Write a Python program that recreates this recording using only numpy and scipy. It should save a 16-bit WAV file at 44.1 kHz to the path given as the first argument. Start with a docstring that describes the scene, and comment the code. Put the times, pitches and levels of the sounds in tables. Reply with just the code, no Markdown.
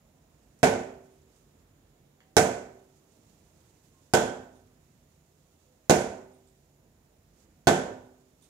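"""A wooden bat knocks a hard ball on a string five times in the hallway of a tiled flat.
Each blow is a short push, a crack and the ring of the bat's blade; the walls answer for half a second.
In between, the string jingles its metal hook, shoes and gloves tick, and clothes rustle.
The hallway rings briefly after one tap; later, two faint tones swell and fade.
Behind it all are house rumble, a motor hum and a thin whine. A covered left microphone sounds muffled."""
import sys
import numpy as np
from scipy import signal
from scipy.io import wavfile

SR = 44100
rng = np.random.default_rng(int(sys.argv[2]) if len(sys.argv) > 2 else 0)


def output_pcm(signal):
    """Save a mono or channel-first signal as 16-bit PCM at the path in sys.argv[1].

    Samples are clipped to [-1, 1] before scaling.
    """
    pcm = np.clip(np.atleast_2d(signal).T, -1, 1) * 32767
    wavfile.write(sys.argv[1], SR, np.round(pcm).astype(np.int16))


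N = 374409

# The blade's notes. Each row: pitch in Hz, level in dB, extra dB per unit of spot, fade time in seconds.
# A fade time (t60) is how long a sound takes to drop by 60 dB.
BLADE_NOTES = [(703, -3.5, -3, 0.021), (1523, 0, 1.5, 0.03), (1753, -8.5, 0.5, .02),
               (2180, -0.5, -7, 0.0036), (3330, -6, 4, 0.0047)]
# Each row: start in seconds, levels of push, crack, crackle and ring in dB, spot where the ball lands
# (near -1 is high on the blade, near 1 is low).
BAT_BLOWS = [(0.6308, -9, -15.5, -12, -22.5, -1.0), (2.3672, -11.5, -4, -2, -19.5, -0.83),
             (4.137, -10, -11, -6, -21, 1.1), (5.8965, -9, -8, -6, -22.5, -.6),
             (7.671, -7.5, -15, -7.5, -20.5, 0.88)]
PUSH_HZ, CRACK_TOP_HZ = 330, 6750
def bat_blows():
    """The ball squashes on the blade: a push that swings back, a sharp crack, then the wood rings."""
    out, t = np.zeros((2, N)), np.arange(SR // 8) / SR
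    for start, push_db, crack_db, crackle_db, ring_db, spot in BAT_BLOWS:
        push = -np.cos(2 * np.pi * PUSH_HZ * t) * amp(push_db - 60 * t / 0.0082)
        crack = -amp(crack_db) * np.exp(-2 * np.pi * CRACK_TOP_HZ * t)
        ring = -sum(note(t, hz, ring_db + db + slope * spot, t60) for hz, db, slope, t60 in BLADE_NOTES)
        burst = rng.standard_normal(len(t)) * amp(crackle_db - 60 * t / 0.0069)
        crackle = resonance(burst, hz=2600, width_hz=4000)   # seam and fibres
        knock = push + crack + ring
        add(out, start, wall_echoes(knock + crackle))
        add(out, start, signal.fftconvolve(knock[None], hallway(spot), axes=1))
    return out


# Each row: delay in milliseconds, level in dB, pitch in Hz above which the echo is dulled.
FIRST_ECHOES = [(1.1915, -7, 14000), (3.3, -11.5, 9000), (8.57, -4, 9000), (14.47, -3, 9000),
                (19.06, -7.5, 3400), (24.53, -7, 2700), (41.5, -3, 1200)]
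def wall_echoes(sound):
    """The direct sound and its first echoes, duller from far and soft surfaces."""
    out = np.pad(sound, (0, SR // 20))
    for ms, level_db, top_hz in FIRST_ECHOES:
        out[round(ms * SR / 1000):][:len(sound)] += amp(level_db) * filtered(sound, 2, top_hz, "low")
    return out


# The tail is a wash of many echoes. Each row: pitch in Hz, relative level in dB.
TAIL_LEVELS = [(60, -10.5), (120, -3), (250, -7.5), (500, -6.5), (800, -0.5), (1200, -9.5), (2000, -3),
               (3000, -5), (4500, -3.5), (8000, -1.5), (15000, -8)]
# Each row: pitch in Hz, the tail's fade time in seconds.
TAIL_FADES = [(60, 0.97), (160, 0.54), (420, 0.6551), (1100, 0.62), (2900, 0.5), (7700, 0.47),
              (15000, 0.2761)]
# The hallway's own notes (standing waves). Each row: pitch in Hz, relative dB, fade time in seconds.
HALL_NOTES = [(88, -7, 0.3), (135.7, -4, 0.28), (155, -1, .35), (194.5, -1.5, .55), (228, -5.5, 0.58),
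              (261.6, -6, .5), (306.5, -12, 0.31), (359.4, -4, 0.44), (446, 0, .5), (511.3, -8.5, 0.58),
              (574, -7, .55), (617.3, -5, 0.32), (729, 0, 0.27), (759.6, -2, 0.45), (888, -7, 0.19)]
# More such notes. Each row: pitch in Hz, relative dB, extra dB per unit of spot, fade time in seconds.
SPOT_NOTES = [(254.4, -14.5, 1.8, 1.0), (383, -17, -3.0, 1.1), (693, -10, 3.5, 0.24)]
TAIL_DB, TAIL_RISE_MS, EARLY_DB, EARLY_T60_S = -22.5, 2.5, 2, 0.098
HALL_NOTES_DB, SCATTER_DB, THUMP_BELOW_HZ = -40.5, 2.0, 400
def hallway(spot):
    """How the hallway answers a click: a fading tail and notes that ring between the walls."""
    t = np.arange(SR) / SR
    rise = 1 - np.exp(-1000 * t / TAIL_RISE_MS)
    early = 1 + amp(EARLY_DB - 60 * t / EARLY_T60_S)   # the nearest walls add a quicker first fall
    tail = noise_bands(SR, lambda hz: amp(TAIL_DB + at_hz(TAIL_LEVELS, hz) - 60 * t / at_hz(TAIL_FADES, hz)))
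    # the ball is never in quite the same place twice
    notes = [(hz, db + rng.normal(0, SCATTER_DB), t60) for hz, db, t60 in HALL_NOTES]
    notes += [(hz, db + slope * spot, t60) for hz, db, slope, t60 in SPOT_NOTES]
    out = rise * early * tail
    for hz, db, t60 in notes:
        sign = 1 if hz < THUMP_BELOW_HZ else rng.choice([-1, 1])   # low notes start in step: a thump
        out += sign * note(t, hz, db + HALL_NOTES_DB, t60)
    return out


# Each row: start in seconds, peak level in dB, pitch in Hz, fade time in milliseconds.
SMALL_TICKS = [(0.43, -62, 7400, 3.9), (0.590, -53, 6800, 4.7), (2.2044, -48.5, 1542, 5.0),
               (3.390, -64.5, 11020, 1.96), (4.91, -65, 10100, 3.4), (6.475, -57, 5980, 4.8),
               (8.421, -60, 7000, 7.6)]
def ticks():
    """Shoes and gloves make tiny, bright ticks and one lower tap, each a burst of noise."""
    out, t = np.zeros(N), np.arange(SR // 10) / SR
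    for start, peak_db, hz, t60_ms in SMALL_TICKS:
        tick = rng.standard_normal(len(t)) * amp(-60000 * t / t60_ms)
        for _ in range(2):   # twice, for a steeper filter
            tick = resonance(tick, hz, width_hz=1.3 * hz)
        add(out, start, amp(peak_db) * tick / np.abs(tick).max())
    return out


# The hook's notes. Each row: pitch in Hz, relative level in dB, fade time in seconds.
HOOK_NOTES = [(3700, 3, .015), (6000, -4, .006), (8900, 1, .012), (9200, -1, .012), (13000, -6, .004)]
# Each row: start in seconds, peak level in dB.
HOOK_JERKS = [(1.125, -65), (2.79, -66), (4.555, -63), (6.334, -64), (6.472, -65), (8.045, -67.5),
              (8.4236, -52.5)]
CHATTER_T60_S = .035
def hook_jingles():
    """The string jerks its metal hook, which chatters briefly and rings."""
    out, t = np.zeros(N), np.arange(SR // 10) / SR
    for start, peak_db in HOOK_JERKS:
        chatter = rng.standard_normal(len(t)) * amp(-60 * t / CHATTER_T60_S)
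        metal = sum(amp(rng.normal(0, 3)) * note(t, *row) for row in HOOK_NOTES)
        jingle = signal.fftconvolve(chatter, metal)
        add(out, start, amp(peak_db) * jingle / np.abs(jingle).max())
    return out


# The slow rise and fall of the rustle. Each row: time in seconds, level in dB.
CLOTH_LEVELS = [(0, -81), (.6, -77.5), (1.2, -75), (2.1, -84.5), (3.2, -72), (4.1, -72.5), (4.701, -77.5),
                (6.4, -76), (7.0, -81.5), (8.49, -76)]
# Each row: loudest moment in seconds, level in dB, half the length in seconds.
CLOTH_SWISHES = [(1.38, -76.5, 0.057), (5.627, -92, 0.033), (7.41, -74, 0.05), (8.445, -71.5, 0.031)]
CLUMP_DB = 1.5
def cloth_rustle():
    """Clothes make bright noise in uneven clumps, with a few short swishes."""
    t = np.arange(N) / SR
    level = amp(np.interp(t, *np.transpose(CLOTH_LEVELS)))
    swishes = sum(amp(db) * np.exp(-((t - top) / half) ** 2) for top, db, half in CLOTH_SWISHES)
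    noise = filtered(rng.standard_normal((2, N)), 1, [1500, 11000], "band")
    return rms_one(noise) * (level + swishes) * amp(CLUMP_DB * drift(25))


# Each row: start in seconds, length in seconds, pitch in Hz, level in dB.
SOFT_TONES = [(2.21, 0.15, 760, -72.5), (3.91, 0.13, 1066, -71.5), (5.62, 0.24, 504, -69.5)]
def soft_tones():
    """The hallway rings briefly after a tap; later, two faint tones swell and fade."""
    out = np.zeros(N)
    for start, length, hz, level_db in SOFT_TONES:
        t = np.arange(round(length * SR)) / SR
        add(out, start, amp(level_db) * np.sin(np.pi * t / length) * np.sin(2 * np.pi * hz * t))
    return out


# Each row: pitch in Hz, relative level of the rumble there in dB.
RUMBLE_LEVELS = [(25, -2), (50, 4), (80, 0.5), (150, -0.5), (300, -4.5), (600, -12.5), (1000, -18),
                 (2000, -21), (4000, -26), (8000, -36), (15000, -34)]
RUMBLE_DB, SWELL_DB, PATCH_DB = -62.5, 1.3, 2.0
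def house_rumble():
    """Low noise that swells as a whole and band by band, most in the bass."""
    swell_db = SWELL_DB * drift(0.48)
    def gain(hz):
        wander_db = (swell_db + PATCH_DB * drift(2.0)) * (100 / hz) ** .3
        return amp(at_hz(RUMBLE_LEVELS, hz) + wander_db)
    return amp(RUMBLE_DB) * rms_one(noise_bands(N, gain))


# Each row: pitch in Hz, width in Hz, level in dB.
HUM_NOTES = [(48.5, 1.9, -64.5), (81.5, 6, -72.5), (143, 3.4, -71.5), (222, 0.84, -83.5), (257, 1.7, -86.5)]
def motor_hum():
    """A motor hums with wavering notes, each a very narrow band of noise."""
    noise = rng.standard_normal(N)
    return sum(amp(db) * rms_one(resonance(noise, hz, width_hz)) for hz, width_hz, db in HUM_NOTES)


WHINE_HZ, WHINE_DB, WAVER_DB = 6960, -86, 1.5
def whine():
    """A thin, high tone whose level wavers."""
    return amp(WHINE_DB + WAVER_DB * drift(15)) * np.sin(2 * np.pi * WHINE_HZ * np.arange(N) / SR)


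# Each row: pitch in Hz, how alike left and right are (0 is unrelated, 1 is the same).
STEREO_LIKENESS = [(60, .97), (130, .97), (290, .95), (640, .5), (1400, .05), (15000, 0)]
def noise_bands(size, gain):
    """Stereo noise in half-octave bands; gain(hz) gives each band's strength over time."""
    out, edges = 0, 22 * 2 ** np.arange(0, 9.9, .5)
    white = rng.standard_normal((2, 2, size))
    for k, (low, high) in enumerate(zip(edges, edges[1:])):
        mid, side = filtered(white[k % 2], 2, [low, high], "band")
        hz = np.sqrt(low * high)
        alike = at_hz(STEREO_LIKENESS, hz)
        out = out + gain(hz) * (np.sqrt(1 + alike) * mid + np.sqrt(1 - alike) * side * [[1], [-1]])
    return out


def amp(db):
    """Turns dB into a multiplier."""
    return 10 ** (np.asarray(db, float) / 20)


def rms_one(x):
    """Scales a signal to an average strength of 1."""
    return x / np.sqrt(np.mean(x ** 2) + 1e-20)


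def at_hz(table, hz):
    """Reads a table between its pitches."""
    pitches, values = np.transpose(table)
    return np.interp(np.log(hz), np.log(pitches), values)


def drift(rate_hz):
    """A smooth random wander, about 1 in size."""
    r = np.exp(-80 * np.pi * rate_hz / SR)
    slow = signal.lfilter([1], [1, -2 * r, r * r], rng.standard_normal(N // 40 + 2002))[2000:]
    return np.interp(np.arange(N) / 40, np.arange(len(slow)), rms_one(slow))


def note(t, hz, level_db, t60):
    """A pure tone that dies away."""
    return amp(level_db - 60 * t / t60) * np.sin(2 * np.pi * hz * t)


def resonance(x, hz, width_hz):
    """Keeps the sound near one pitch."""
    r = np.exp(-np.pi * width_hz / SR)
    gain = (1 - r * r) / 2
    return signal.lfilter([gain, 0, -gain], [1, -2 * r * np.cos(2 * np.pi * hz / SR), r * r], x)


def filtered(x, order, hz, keep):
    """Keeps the lows, the highs or a band; a higher order cuts more steeply."""
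    return signal.sosfilt(signal.butter(order, hz, keep, fs=SR, output="sos"), x)


def add(out, start, sound):
    """Mixes a sound in, starting at a time in seconds."""
    part = out[..., round(start * SR):][..., :sound.shape[-1]]
    part += sound[..., :part.shape[-1]]


def scene():
    """The blows, then small sounds with a little hallway echo, over the background."""
    blows = bat_blows()
    small = ticks() + hook_jingles()
    small_echo = amp(-7) * signal.fftconvolve(small[None], hallway(spot=0), axes=1)[:, :N]
    background = soft_tones() + house_rumble() + motor_hum() + whine()
    return blows + small + small_echo + cloth_rustle() + background


# Sensitivity of the microphone openings in dB: left, then right.
MIC_DB = [-5, -3]
# Their hiss in dB before it is brightened: left, then right.
MIC_HISS_DB = [-75.5, -77.5]
# Resonances of the right opening. Each row: pitch in Hz, width in Hz, boost in dB.
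RIGHT_BOOSTS = [(620, 360, 5), (6760, 2200, 10)]
MUFFLE_HZ, LEAK_DB, HISS_TILT, TOP_CUT_HZ = 4000, -21, .7, 16200
def record(dry):
    """The microphone muffles the left side, colours the right, rounds peaks, hisses and cuts the top."""
    dry = filtered(dry, 3, 66, "high")   # small microphones lose the deep bass
    left, right = dry * amp(MIC_DB)[:, None]
    leak = amp(LEAK_DB) * resonance(left, hz=10000, width_hz=6000)   # a little treble passes the cover
    left = filtered(left, 6, MUFFLE_HZ, "low") + leak
    for hz, width_hz, boost_db in RIGHT_BOOSTS:
        right = right + (amp(boost_db) - 1) * resonance(right, hz, width_hz)
    hiss = signal.lfilter([1, -HISS_TILT], [1], rng.standard_normal((2, N))) * amp(MIC_HISS_DB)[:, None]
    rounded = 1.484 * np.tanh(np.array([left, right]) / 1.165)
    return signal.sosfilt(signal.cheby2(14, 50, TOP_CUT_HZ, fs=SR, output="sos"), rounded + hiss)


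dry = scene()
out = record(dry)
output_pcm(out)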